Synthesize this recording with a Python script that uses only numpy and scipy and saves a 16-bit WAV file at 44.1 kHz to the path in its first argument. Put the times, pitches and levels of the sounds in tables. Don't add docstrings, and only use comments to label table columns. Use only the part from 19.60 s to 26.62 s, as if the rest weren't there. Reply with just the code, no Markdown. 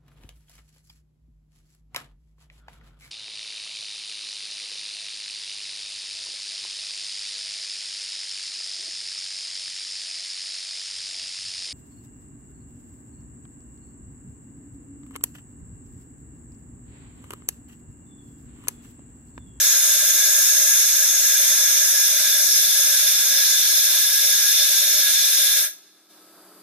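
import sys
import numpy as np
from scipy import signal
from scipy.fft import rfft, irfft
from scipy.io import wavfile
from scipy.ndimage import uniform_filter1d, map_coordinates

SR = 44100
rng = np.random.default_rng(int(sys.argv[2]) if len(sys.argv) > 2 else 0)


def wrap_up_sound(samples):
    columns = np.atleast_2d(samples).T
    tamed = np.clip(columns, -1, 1)
    steps = np.round(tamed * 32767).astype(np.int16)
    wavfile.write(sys.argv[1], SR, steps)


N = 309582
TIME = np.arange(N) / SR
FREQ = np.fft.rfftfreq(2 * N, 1 / SR)

JET_DB, SAG_DB_PER_S = -15.5, 0.103
THROTTLE_AT_S, THROTTLE_DB_PER_S, THROTTLE_EDGE_HZ = 5.996, 65, 2000
SEAT_AT_S, SEAT_DB_PER_S = 6.055, 378
LEAK_DB, LEAK_FADE_DB_PER_S = -24, 33
PEAK_COLLAPSE_S = 0.0061
RING_DB, RING_SAG_DB_PER_S, RING_EDGE_HZ = 2, 0.5, 2200
SWELL_HZ, SWELL_WIDTH_HZ = 1680, 98
SWELL_AT_S, SWELLS_PER_S, SWELL_DB = 0.2, 1.9, 1
STANDING_WIDTH_HZ = 19.3
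FRINGE_DB = -5
ENGINE_DB, CAB_AIR_DB, HIGH_HISS_DB = -68, -66.5, -61
SHAFT_HZ = 18.82
THRESHOLD_DB, HOLD_S = -33, 0.38
JUMP_DB, JUMP_S, CREEP_DB_PER_S = 6.5, 0.022, 5.5
TOP_HZ = 15200


def undb(db):
    return 10 ** (np.asarray(db) / 20)


def unit(x):
    return x / np.sqrt(np.mean(x ** 2))


def since(start_s):
    return np.maximum(TIME - start_s, 0)


def spectrum(x):
    return rfft(x, 2 * N)


def wave(bins):
    return irfft(bins)[..., :N]


def colour(points):
    hz, db = np.transpose(points)
    return undb(np.interp(np.log(FREQ + 1), np.log(hz), db))


def bell(hz, width):
    return 1 / (1 + ((FREQ - hz) / width) ** 2) ** 2


def noise(gain):
    return unit(wave(rfft(rng.standard_normal(2 * N)) * gain))


def walk(rate):
    return noise(1 / (1 + (FREQ / rate) ** 2))


def jet_colour(low_edge_hz=170):
    # frequency in Hz, level in dB.
    broad = [(100, -85), (400, -41.5), (480, -33.5), (720, -25.5), (900, -28.0), (1150, -24), (1400, -16.5),
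             (1850, -16.5), (2150, -12.5), (2900, -17), (4150, -6.5), (4750, -11.5), (5300, -4.5),
             (7700, -16), (9400, -11.5), (12000, -2.5), (13500, -2), (15100, -14)]
    # frequency in Hz, width in Hz, level in dB.
    pipe_modes = [(604.7, 19, -10), (1019, 14, -20.5), (1433, 15, -13), (1572, 13.6, -4), (1655, 14, 2),
                  (1672.4, 15.6, -1.5), (1714, 13, -8), (2410, 45, -13.5), (3260, 31, -7), (3501, 22, 0),
                  (3555, 51, 1.5), (3622, 29, -3), (3682, 36, -1.2), (5530, 420, -7), (6100, 440, -7),
                  (6450, 170, 0), (6953, 69, -1), (7730, 156, -2.5), (7970, 94, -6.5), (8790, 290, -4),
                  (10130, 221, 0.5), (11090, 167, -2), (12750, 200, 2), (14300, 98, -7)]
    # frequency in Hz, level in dB.
    standing_waves = [(5057, 0.5), (5135, -1), (5250, -2), (5340, -0.5), (5491, 3.5), (5545, 0.5),
                      (5803, 2.5), (5943, 3.5), (6266, 0), (6465, 3), (6557, 6), (6939, -0.5), (8796, 4.5),
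                      (10191, 4.5), (11138, 4.5), (11332, 6.5), (11488, 7), (12812, 5.5), (12941, 6.5)]
    # frequency in Hz, width in Hz, change in dB.
    pipe_nulls = [(1750, 30, -4), (3130, 66, -3.5), (4400, 170, -1), (6870, 70, -3), (7410, 129, -36),
                  (8330, 95, -14), (9640, 70, -10), (10700, 150, -5), (12240, 110, -13)]
    power = colour(broad) ** 2
    power = power + sum(undb(db) ** 2 * bell(hz, width) for hz, width, db in pipe_modes)
    power = power + sum(undb(db) ** 2 * bell(hz, STANDING_WIDTH_HZ) for hz, db in standing_waves)
    nulls_db = sum(db * bell(hz, width) for hz, width, db in pipe_nulls)
    low_cut = FREQ ** 2 / (FREQ ** 2 + low_edge_hz ** 2)
    return np.sqrt(power) * undb(nulls_db) * low_cut


def screech(hz, s, surge=0.066):
    # time in seconds, centre in Hz, lift in dB, width in octaves.
    jet_peak = [(0, 7100, 6, 0.21), (1.9, 6660, 6, 0.28), (2.2, 6240, 4, 0.28), (3.1, 5100, 3.5, 0.72),
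                (4.1, 4200, 3.5, 0.64), (5, 4040, 5, 0.77), (6, 3650, 5, 0.58)]
    times, *columns = np.transpose(jet_peak)
    centre_hz, lift_db, octaves = (np.interp(s, times, column) for column in columns)
    collapse = np.exp(-np.maximum(s - THROTTLE_AT_S, 0) / PEAK_COLLAPSE_S)
    surges = 1 + surge * np.interp(s, TIME, walk(3.9))
    band = np.exp(-(np.log2(hz / centre_hz) / octaves) ** 2)
    return lift_db * surges * collapse * band


def jet(flutter_db=0.37, flutter_hz=25, patchy_db=0.93):
    air = noise(jet_colour())
    hz, s, frames = signal.stft(air, SR, nperseg=512)
    hz = hz[:, None] + 1
    ring_db = (RING_DB - RING_SAG_DB_PER_S * s) / (1 + (hz / RING_EDGE_HZ) ** 2) ** 2
    swell_band = np.exp(-((hz - SWELL_HZ) / SWELL_WIDTH_HZ) ** 2)
    swell_db = SWELL_DB * np.cos(2 * np.pi * SWELLS_PER_S * (s - SWELL_AT_S)) * swell_band
    eddies = uniform_filter1d(rng.standard_normal(frames.shape), size=24, axis=0)
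    eddies = unit(uniform_filter1d(eddies, size=20, axis=1))
    lift_db = screech(hz, s) + ring_db + swell_db + patchy_db * eddies
    air = signal.istft(frames * undb(lift_db), SR)[1][:N]
    return unit(air) * undb(flutter_db * walk(flutter_hz))


def wobble(air, depth=0.0012, rate_hz=6):
    place = np.cumsum(1 + depth * walk(rate_hz))
    return map_coordinates(air, [place], order=5, mode="mirror")


def valve(air):
    # frequency in Hz, level in dB.
    leak_colour = [(600, -1), (1650, 0.5), (2700, 2), (3550, 0), (4100, 2.5), (6000, -6.5), (9000, -8),
                   (14000, -17)]
    bins = spectrum(air)
    lows = wave(bins / (1 + ((FREQ / THROTTLE_EDGE_HZ) ** 2) ** 2))
    throttled = lows + (air - lows) * undb(-THROTTLE_DB_PER_S * since(THROTTLE_AT_S))
    opening = undb(-SEAT_DB_PER_S * since(SEAT_AT_S))
    leak_gain = undb(LEAK_DB - LEAK_FADE_DB_PER_S * since(SEAT_AT_S))
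    leak = wave(bins * colour(leak_colour)) * leak_gain
    return (opening * throttled + (1 - opening) * leak) * undb(JET_DB - SAG_DB_PER_S * TIME)


def reflections(early_t60=0.089, late_t60=0.35, late_db=-15):
    early = undb(-60 * TIME / early_t60)
    late = undb(late_db) * undb(-60 * TIME / late_t60)
    response = rng.standard_normal(N) * (early + late)
    return spectrum(response / np.sqrt(np.sum(response ** 2)))


def even(response, size=2000):
    return response / np.sqrt(uniform_filter1d(np.abs(response) ** 2, size=size))


def stereo(mid, side):
    # frequency in Hz, side minus mid in dB.
    stereo_width = [(50, -10), (125, -27), (250, -36), (600, -45), (1400, -62), (2300, -25), (2750, -26),
                    (3150, -4), (4500, -1), (5500, 3), (15000, 3)]
    # frequency in Hz, left minus right in dB.
    stereo_lean = [(3000, 0), (3500, -3), (5100, 1), (6400, -1), (6900, 2), (7500, 3), (8700, 3.5),
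                   (9700, -2.5), (11300, 6), (12100, -4), (13000, 4.5), (14300, -3.5)]
    ratio, lean = colour(stereo_width), colour(stereo_lean)
    pair = np.array([(mid + ratio * side) * lean, mid - ratio * side])
    return wave(pair / np.sqrt((1 + ratio ** 2) * (1 + lean ** 2) / 2))


def cab_walls(x, low_wet_db=-9, high_wet_db=0):
    wet = colour([(1600, low_wet_db), (5000, high_wet_db)])
    source = spectrum(x)
    mid = source * even(1 + wet * reflections())
    side = source * even(reflections())
    return stereo(mid, side)


def engine(wander=0.00117, waver_db=1.5):
    # multiple of the shaft rate, relative level in dB.
    engine_orders = [(7, -23), (8, -19.5), (9, -16.5), (10, -6), (12, -10), (13, -17), (14, -12.5),
                     (15, -5.5), (16, -2.5), (17, 1.5), (18, -7), (19, -7), (20, -5), (21, -4), (22, -6)]
    # frequency in Hz, level against the whole hum in dB.
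    gear_whine = [(1292, -8), (1356, -20), (1582, -16)]
    clock = np.cumsum(1 + wander * walk(2.1)) / SR

    def tones(lines):
        return sum(undb(db + waver_db * walk(4.3)) * np.sin(2 * np.pi * (hz * clock + rng.random()))
                   for hz, db in lines)

    hum = tones([(order * SHAFT_HZ, db) for order, db in engine_orders])
    return unit(hum) + np.sqrt(2) * tones(gear_whine)


def diffuse(points, waver_db):
    gain = colour(points)
    return stereo(spectrum(noise(gain)), spectrum(noise(gain))) * undb(waver_db * walk(7.1))


def scene():
    # frequency in Hz, relative level in dB.
    cab_air = [(30, -24), (90, -33), (170, -5), (250, -6), (310, 3), (420, 3.5), (490, -1), (540, 2),
               (630, 5.5), (900, -1.5), (1350, 1.5), (1800, -8), (2500, -16), (4000, -18), (9000, -33)]
    # frequency in Hz, relative level in dB.
    high_hiss = [(1000, -18), (2800, -10.5), (4200, -5), (4500, -7), (4720, 5), (4980, -4), (5400, -8),
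                 (7000, -7), (8300, -2), (9600, -4), (11600, 3.5), (13000, -4), (15500, -7)]
    core, fringe = (cab_walls(valve(wobble(jet()))) for _ in range(2))
    plume = (core + undb(FRINGE_DB) * fringe) / np.hypot(1, undb(FRINGE_DB))
    fans = diffuse(cab_air, waver_db=1.5) * undb(CAB_AIR_DB)
    hiss = diffuse(high_hiss, waver_db=0.1) * undb(HIGH_HISS_DB)
    return plume + engine() * undb(ENGINE_DB) + fans + hiss


def gain_control(x):
    power = uniform_filter1d(np.mean(x ** 2, axis=0), size=441)
    last_loud_s = np.maximum.accumulate(TIME * (power > undb(THRESHOLD_DB) ** 2))
    free_s = since(last_loud_s + HOLD_S)
    lift_db = JUMP_DB * np.minimum(free_s / JUMP_S, 1) + CREEP_DB_PER_S * free_s
    return x * undb(lift_db)


def record(dry):
    top_cut = signal.ellip(10, .2, 80, TOP_HZ, fs=SR, output="sos")
    return signal.sosfilt(top_cut, gain_control(dry))


dry = scene()
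out = record(dry)
wrap_up_sound(out)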